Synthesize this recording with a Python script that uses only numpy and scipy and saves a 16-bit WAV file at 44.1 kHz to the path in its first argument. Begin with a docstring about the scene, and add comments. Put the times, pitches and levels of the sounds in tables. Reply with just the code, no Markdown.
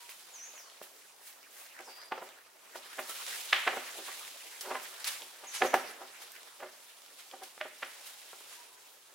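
"""Stag thrashing a tree

A stag works his antlers through low, leafy boughs at the edge of a wood. Tines knock and skid on bark,
setting branch and antlers ringing; dry twigs snap, and the trunks scatter every blow. The boughs whip
back with a rustle of countless tiny leaf collisions. Far off, birds whistle over quiet forest air."""
import sys
import numpy as np
from scipy import signal
from scipy.fft import rfft, irfft
from scipy.io import wavfile
from scipy.ndimage import uniform_filter1d

SR = 44100
rng = np.random.default_rng(int(sys.argv[2]) if len(sys.argv) > 2 else 0)


def generate_wav(signal):
    """Clip the signal to [-1, 1] and save it as 16-bit WAV at the path in sys.argv[1]."""
    frames = np.transpose(np.atleast_2d(signal))
    scaled = np.clip(frames, -1, 1) * 32767
    pcm = np.round(scaled).astype(np.int16)
    wavfile.write(sys.argv[1], SR, pcm)


N = 403074
TIME = np.arange(N) / SR


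def from_db(db):
    """Decibels to gain."""
    return 10 ** (np.asarray(db) / 20)


def rms_one(x):
    """Scale to an rms of 1."""
    return x / np.sqrt(np.mean(x ** 2) + 1e-20)


def unit_energy(x):
    """Scale each row to an energy of 1."""
    return x / np.sqrt(np.sum(x ** 2, axis=-1, keepdims=True) + 1e-20)


def at_hz(points, hz):
    """Read a curve on a log-frequency axis."""
    freqs, values = np.transpose(points)
    return np.interp(np.log(hz), np.log(freqs), values)


def band(x, low, high):
    """Butterworth band-pass, edges in Hz."""
    edges = [max(low, 12), min(high, .47 * SR)]
    return signal.sosfilt(signal.butter(2, edges, "band", fs=SR, output="sos"), x)


def ring(x, hz, t60):
    """One decaying mode driven by x."""
    r = from_db(-60 / (t60 * SR))
    return signal.lfilter([1, 0, -1], [1, -2 * r * np.cos(2 * np.pi * hz / SR), r * r], x)


def drift(rate):
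    """A wander through `rate` random values a second."""
    return np.interp(TIME * rate, np.arange(20000), rng.standard_normal(20000))


def add(out, start_s, sound):
    """Mix a sound in at a time."""
    i = max(round(start_s * SR), 0)
    out[i:i + len(sound)] += sound[:N - i]


def placed(x, right_db):
    """Pan a sound to the right."""
    return x * from_db(right_db * np.array([[-.5], [.5]]))


def coloured(spectrum, patchy_db, flutter_rate):
    """Stereo noise in half-octave bands, each fluttering on its own; rms 1."""
    # how alike left and right are: f/Hz, correlation
    likeness = [(60, .6), (250, 0.47), (600, 0.44), (1200, 0.29), (2500, 0.44), (5000, 0.26), (14000, 0.17)]
    out, edges = np.zeros((2, N)), 32 * 2 ** np.arange(0, 9.1, .5)
    white = rng.standard_normal((2, 2, N))
    for k, (low, high) in enumerate(zip(edges, edges[1:])):
        hz, flutter = np.sqrt(low * high), drift(flutter_rate)
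        if spectrum[0][0] / 2 < hz < spectrum[-1][0] * 2:
            mid, side = band(white[k % 2], low, high)
            alike = at_hz(likeness, hz)
            mid, side = mid * np.sqrt(1 + alike), side * np.sqrt(1 - alike)
            gain = from_db(at_hz(spectrum, hz) + patchy_db * flutter)
            out += gain * np.array([mid + side, mid - side])
    return rms_one(out)


def grains(per_s, spread_db, decay_s):
    """Envelope of many tiny collisions of unequal size, each dying fast; rms 1."""
    sizes = from_db(spread_db * np.minimum(rng.exponential(1, N), 4))
    hits = rng.random(N) < per_s / SR
    power = signal.lfilter([1], [1, -np.exp(-1 / (decay_s * SR))], hits * sizes ** 2 + 1e-12)
    return rms_one(np.sqrt(power))


def forest_air():
    """The bed: a quiet, wide hush that flutters a little."""
    # tone of the air: f/Hz, density/dB
    air_tone = [(30, -32), (60, -35), (110, -12), (200, -12), (380, 2.5), (600, -9), (950, 4.5), (1400, -7),
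                (3000, -12.5), (7000, -4), (15500, -7)]
    return from_db(-63) * coloured(air_tone, patchy_db=3.5, flutter_rate=15)


def forest_echo(x, near_t60, far_t60, far_db, alike, build_s):
    """Nearby trunks return a quick scatter; the wood beyond answers later, longer and duller."""
    t = np.arange(SR) / SR
    near, far = rng.standard_normal((2, 2, SR))
    near = near * from_db(-60 * t / near_t60) * (1 - np.exp(-t / build_s)) ** 2
    far = band(far, 140, 5900) * from_db(far_db - 60 * t / far_t60) * (1 - np.exp(-t / 0.042)) ** 2
    mid, side = unit_energy(near + far)
    # long waves reach both ears alike
    side = signal.sosfilt(signal.butter(1, 500, "high", fs=SR, output="sos"), side)
    mid_share = (1 + alike) / 2
    echoes = np.sqrt(mid_share) * mid + np.sqrt(1 - mid_share) * side * [[1], [-1]]
    return signal.fftconvolve(x[None], echoes, axes=1)[:, :N]


def birds(waver=0.0021, flutter_db=1.5, edge_s=0.0014):
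    """Thin gliding whistles, quick chips and faint lower calls, all nearly pure tones."""
    # high whistles, one list a note: t/s, f/Hz, level/dB
    whistles = [
        [(.32, 7450, -58), (.36, 6160, -45), (.385, 5690, -58), (.41, 5870, -47.5), (.44, 6420, -47),
         (.475, 7020, -53)],
        [(.55, 7160, -54), (.585, 5950, -50.5), (.61, 4970, -57), (.635, 4670, -64), (.7, 4180, -65)],
        [(1.84, 6020, -59), (1.87, 5120, -57), (1.9, 4640, -54.5), (1.96, 4745, -57), (2.01, 4900, -53.5),
         (2.06, 4760, -58)],
    ]
    # one short arched chip: t/s from its start, f/Hz, level/dB
    chip = [(0, 6130, -48), (.011, 6900, -45), (.029, 5660, -45.5)]
    # where each chip starts: t/s
    chip_starts = [5.467, 5.562, 5.653]
    # a larger bird very far away, one list a note: t/s, f/Hz, level/dB
    far_calls = [
        [(0, 964, -66), (.03, 958, -61), (.08, 950, -72), (.17, 930, -75)],
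        [(8.57, 975, -63), (8.61, 955, -61), (8.635, 965, -74)],
        [(8.7, 1000, -72), (8.725, 1010, -61), (8.75, 993, -72)],
    ]
    chips = [[(start + s, hz, db) for s, hz, db in chip] for start in chip_starts]
    out, unsteady = np.zeros(N), 1 + waver * drift(250)
    for note in whistles + chips + far_calls:
        s, hz, db = np.transpose(note)
        on = (TIME > s[0]) & (TIME < s[-1])
        t = TIME[on]
        fade = np.clip(np.minimum(t - s[0], s[-1] - t) / edge_s, 0, 1)
        phase = 2 * np.pi * np.cumsum(np.interp(t, s, hz) * unsteady[on]) / SR
        out[on] += fade * from_db(np.interp(t, s, db)) * np.sin(phase)
    return out * from_db(flutter_db * drift(90))


def foliage(leaf_trim_db=3.5, twig_trim_db=0.5, swish_db=-60.5, usual_brush_db=-53.5):
    """Swinging boughs: leaves patter together, twigs brush and tick, and the whole mass swishes."""
    # slow sway of the boughs: t/s, leaf hiss/dB, twig brushing/dB
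    sway = [(0, -56.5, -61.5), (.55, -63, -57.5), (1.1, -64.5, -65), (1.5, -74, -62.5), (1.95, -68, -54),
            (2.55, -70, -64.5), (2.95, -57, -53), (3.33, -44.5, -49), (3.7, -52, -48.5), (4.15, -51.5, -50),
            (4.45, -54, -56.5), (4.85, -54, -51), (5.38, -58, -59), (5.68, -59, -51), (6.0, -61.5, -53),
            (6.6, -61, -61.5), (7.7, -60.5, -67), (7.9, -56.5, -60), (8.55, -57, -60), (8.75, -63, -66),
            (9.14, -64.5, -67.5)]
    # bright hiss of leaves: f/Hz, density/dB
    leaf_tone = [(1500, -8), (3000, 2.5), (4500, 0), (6500, -1.5), (9500, -1.5), (13000, -5), (16000, -13)]
    # midrange scratch of twigs: f/Hz, density/dB
    twig_tone = [(500, -25.5), (1000, -3.5), (1600, 1.5), (2400, -0.5), (3500, -4.5), (6000, -8),
                 (12000, -15.5)]
    # dull swish of the whole bough: f/Hz, density/dB
    swish_tone = [(40, -47), (100, -57), (200, -33), (350, 2), (600, 7), (1000, 5), (1700, -1.5),
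                  (4000, -30)]
    s, *levels = np.transpose(sway)
    hiss, brush = [from_db(np.interp(TIME, s, level)) for level in levels]
    swing = (brush / from_db(usual_brush_db)) ** 0.62   # follows the brushing, with less range
    ticking = .3 * grains(22, 3.2, .0016)
    patter = hiss * np.hypot(grains(1600, 0.97, 0.0046), 0.53 * ticking)
    leaves = from_db(leaf_trim_db) * patter * coloured(leaf_tone, patchy_db=0.7, flutter_rate=51)
    scratch = brush * np.hypot(grains(590, 1.0, 0.011), ticking)
    twigs = from_db(twig_trim_db) * scratch * coloured(twig_tone, patchy_db=4.5, flutter_rate=36)
    surge = swing * grains(250, 2.3, 0.011)
    swish = from_db(swish_db) * surge * coloured(swish_tone, patchy_db=3.0, flutter_rate=71)
    return leaves + twigs + swish


def leaf_flicks(settle_db=-7, settle_s=0.078):
    """A spray of leaves slips off a tine, slaps its neighbours and settles; dry ones add a crisp top."""
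    # flicked sprays: t/s, slap/dB, rise/s, crisp top/dB
    flicks = [(.097, -52, 0.0033, -50.5), (.83, -51.5, 0.0081, -53), (1.275, -55.5, 0.037, -51.5),
              (1.6, -52.5, 0.079, -53.5), (1.9, -60, 0.023, -59), (2.24, -60, 0.026, -59),
              (2.76, -48, 0.0079, -53), (2.995, -53, .004, -46), (3.095, -42.5, .007, -41),
              (3.28, -44, 0.011, -60), (4.07, -46, .012, -51), (4.612, -44.5, .002, -44),
              (4.83, -53, .01, -48), (5.003, -46.5, .005, -66), (5.048, -40, 0.0017, -44),
              (5.077, -33, 0.0062, -40), (5.554, -36.5, 0.021, -56), (5.65, -43.5, 0.015, -48),
              (5.746, -41, .0024, -50), (6.22, -48, 0.017, -59), (7.194, -49.5, .012, -59),
              (7.436, -47.5, 0.0065, -54), (8.071, -48.5, 0.019, -50.5), (8.53, -50.5, 0.034, -71)]
    # broad slap of leaves: f/Hz, density/dB
    slap_tone = [(300, -21.5), (800, 0), (1800, 3.5), (4200, 4), (7000, -0.5), (11000, 0), (16000, -26)]
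    # sizzle of dry leaves: f/Hz, density/dB
    crisp_tone = [(4000, -24), (7000, -6), (10000, -4.5), (13500, -4.5), (16000, 0)]
    slap, crisp = np.zeros(N), np.zeros(N)
    for s, slap_db, rise_s, crisp_db in flicks:
        before, after = np.clip(s - TIME, 0, 30 * rise_s), np.clip(TIME - s, 0, 2)
        decay_s = 0.015 + 1.05 * rise_s   # a slower flick also lasts longer
        settling = from_db(settle_db) * np.exp(-after / settle_s)
        burst = np.exp(-before / rise_s) * np.hypot(np.exp(-after / decay_s), settling)
        slap += from_db(slap_db) * burst
        crisp += from_db(crisp_db) * burst
    patter = grains(3000, 0.72, 0.0033)
    body = slap * coloured(slap_tone, patchy_db=1.5, flutter_rate=100)
    top = crisp * coloured(crisp_tone, patchy_db=1.2, flutter_rate=60)
    return patter * (body + top)


def twig_snaps(decay_s=0.0013, spread=1.8):
    """Each dry twig gives a tiny burst of fibre cracks round its own pitch."""
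    # breaking twigs: t/s, peak/dB, band centre/Hz
    snaps = [(0.0922, -35.5, 2960), (.578, -43, 1980), (.7, -41, 2480), (1.328, -42, 2480),
             (1.663, -40, 3450), (3.266, -28, 3980), (4.6095, -26, 5070), (5.044, -22.5, 3380),
             (5.22, -32, 3200), (5.7414, -20.5, 8000), (6.319, -34.5, 8040), (7.198, -43, 3000),
             (7.313, -37, 2400), (7.613, -49, 2960), (8.406, -44, 690)]
    out, t = np.zeros(N), np.arange(SR // 25) / SR
    for s, db, hz in snaps:
        fibres = rng.laplace(size=len(t)) * np.exp(-t / decay_s)
        crack = band(fibres, hz / spread, hz * spread)
        add(out, s, from_db(db) * crack / np.max(np.abs(crack)))
    return out


def contact_force(contact_s, lead, size, swell=0.7, snap_s=0.0019, even_hz=420):
    """A tine skids on, bites at sample `lead` and chatters off; short contacts are more of a snap."""
    t = (np.arange(size) - lead) / SR
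    press = np.exp(np.maximum(t, -t / swell) / -contact_s[:, None])
    force = unit_energy(press * rng.standard_normal(press.shape))
    force[:, lead] += snap_s / contact_s
    # rough bark has no pitch of its own: spread the force evenly over frequency
    spectrum = rfft(force)
    power = uniform_filter1d(np.abs(spectrum) ** 2, int(even_hz * size / SR) + 1, axis=1)
    return unit_energy(irfft(spectrum / np.sqrt(power), size))


def antler_knocks(note_t60=0.068, usual_contact_s=0.0057, scatter_lag_s=0.001986):
    """Each blow drives a woody thud, the branch's note and the antlers; gives direct and echo send."""
    # antler on branch: t/s, level/dB, tilt/dB per octave, hard-wood crack/dB, contact/s,
    # branch note/Hz, note level/dB relative to the knock
    knocks = [(0.8165, -56.5, -4.5, 1, 0.0037, 590, -7), (1.803, -54.5, 0.5, -7, 0.0092, 368, -9),
              (1.8844, -56.5, -1, -7, 0.0096, 916, -1), (2.1228, -40.5, 1.5, -2, 0.0047, 880, -3),
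              (2.1809, -50, 1, -2.5, 0.0051, 514, -2), (2.2242, -49.5, 0, -4.5, 0.0056, 796, -5),
              (2.758, -50, 1, -2.5, 0.0078, 520, -8), (2.992, -44.5, 0, 4.5, 0.0089, 622, -7),
              (3.0967, -56, 2.5, -1, 0.011, 1320, 5), (3.531, -38.5, 8, 5, 0.0027, 1060, -8),
              (3.6767, -35, 2.5, 4.5, 0.0054, 752, -5), (3.7366, -49.5, -3, -1, 0.012, 753, 2),
              (3.772, -46.5, -6, 9.5, 0.0078, 735, -3), (3.9932, -55, -2, 0, 0.019, 370, -1),
              (4.084, -55, 2, 2, 0.01, 1140, 3), (4.6551, -52.5, 1, 0, 0.013, 376, -8),
              (4.6832, -51, -5, -7, .02, 930, -1), (4.7148, -40, 3, -6, 0.014, 940, -14),
              (4.755, -47, -0.5, 8, 0.0072, 1036, 5), (5.2198, -60.5, -3.5, -7, .02, 910, -1),
              (5.4398, -55, 1.5, -3.5, 0.011, 980, -4), (5.6215, -39.5, 1.5, 10.5, 0.0032, 736, 8.5),
              (5.63, -38.5, -8, -1, 0.014, 363, -6), (5.648, -38.5, -6.5, 6, 0.015, 745, -2),
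              (5.7432, -31, -2, 6, 0.0057, 768, 3.5), (6.0188, -50.5, 1, -14, 0.016, 713, -10),
              (6.605, -59, 2.5, 1.5, 0.0049, 592, 1), (6.632, -49, -1, 1.5, .013, 598, -0.5),
              (7.338, -54, -1, -2.5, 0.011, 756, -2), (7.423, -57, -3, 4, 0.011, 756, 5),
              (7.579, -61, -0.5, 3, 0.002, 720, -13), (7.613, -52.5, 4, 11, 0.004, 619, 9),
              (7.6572, -55.5, -5.5, 3, 0.0049, 628, 2), (7.8307, -48.5, 3, 7, 0.0054, 1360, -11),
              (8.333, -57, 2, -4, .0024, 1380, -9)]
    # octaves at which a knock's colour is set: f/Hz
    octaves = [450, 900, 1800, 3600]
    # the crack lifts the upper octaves: share at each octave
    crack_share = [0, 0, 1, 0.74]
    # soft bark takes the top off every knock: gain/dB at each octave
    bark_loss = [-0.5, -1, -1.5, -7]
    # how the damped wood radiates: f/Hz, octave level/dB
    wood_tone = [(40, -47), (110, -37), (190, -16.5), (280, -12), (400, -4.5), (600, -0.5), (1200, 1),
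                 (2400, 0.5), (3300, -1), (4200, -7.5), (6000, -17), (10000, -34), (16000, -44)]
    # ringing modes of the antlers: f/Hz, level/dB, t60/s
    antler_modes = [(258, -17, .3), (368, -8, .2), (529, -10, .18), (612, -14, .15), (768, -7, .2),
                    (935, -15, .15), (1177, -13, .15), (1435, -12, .18), (1722, -16, .14), (2088, -15, .14),
                    (2889, -14, .16), (3210, -17, .14)]
    times, level_db, tilt, crack_db, contact_s, note_hz, note_db = np.transpose(knocks)
    octave_db = [level_db + tilt * np.log2(hz / octaves[1]) + share * crack_db + loss
                 for hz, share, loss in zip(octaves, crack_share, bark_loss)]
    # long, bright skids set the antlers ringing most
    ring_db = -2 + 2.5 * np.log2(contact_s / usual_contact_s) + 0.3 * tilt
    echo_db = -7.5 + 0.61 * tilt   # bright cracks scatter best off the trunks
    lead, size = SR // 40, SR // 4
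    scale = np.sqrt(.03 * SR)   # unit energy becomes an rms of 1 over 30 ms
    hz = np.maximum(np.fft.rfftfreq(size, 1 / SR), 20)
    octave_to_density = np.sqrt(SR / (np.sqrt(2) * hz))
    direct, send = np.zeros(N), np.zeros(N)
    for k, force in enumerate(contact_force(contact_s, lead, size)):
        colour = [(centre, levels[k]) for centre, levels in zip(octaves, octave_db)]
        wood = from_db(at_hz(colour, hz) + at_hz(wood_tone, hz)) * octave_to_density
        thud = irfft(rfft(force) * wood, size)
        note = from_db(level_db[k] + note_db[k]) * unit_energy(ring(force, note_hz[k], note_t60))
        antler = sum(from_db(ring_db[k] + db + at_hz(colour, f)) * unit_energy(ring(force, f, t60))
                     for f, db, t60 in antler_modes)
        rings = band(note + antler, 200, 3400)
        diffuse = np.roll(irfft(wood, size), lead)   # over all directions the thud's spectrum is smooth
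        start = times[k] - lead / SR
        add(direct, start, scale * (thud + rings))
        add(send, start + scatter_lag_s, scale * from_db(echo_db[k]) * (diffuse + from_db(-6) * rings))
    return direct, send


def scene():
    """The stag and his tree stand a little to the right; the birds are deep among the trees."""
    knocks, knock_send = antler_knocks()
    snaps = twig_snaps()
    send = knock_send + from_db(-3.5) * snaps
    scatter = forest_echo(send, near_t60=0.53, far_t60=1.0, far_db=-11.5, alike=0.51, build_s=0.0012)
    blows = knocks + snaps + scatter
    song = birds()
    song_echo = forest_echo(song, near_t60=0.49, far_t60=1.0, far_db=-12, alike=.1, build_s=0.006)
    background = forest_air() + song + from_db(0.5) * song_echo
    low_cut = signal.butter(2, 130, "high", fs=SR, output="sos")   # the rustle carries no deep bass
    rustle = signal.sosfilt(low_cut, foliage() + leaf_flicks())
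    return background + placed(rustle, right_db=1.26) + placed(blows, right_db=1.5)


def record(dry):
    """A steep low-pass takes off the very top."""
    return signal.sosfilt(signal.ellip(12, .1, 80, 15900, fs=SR, output="sos"), dry)


dry = scene()
out = record(dry)
generate_wav(out)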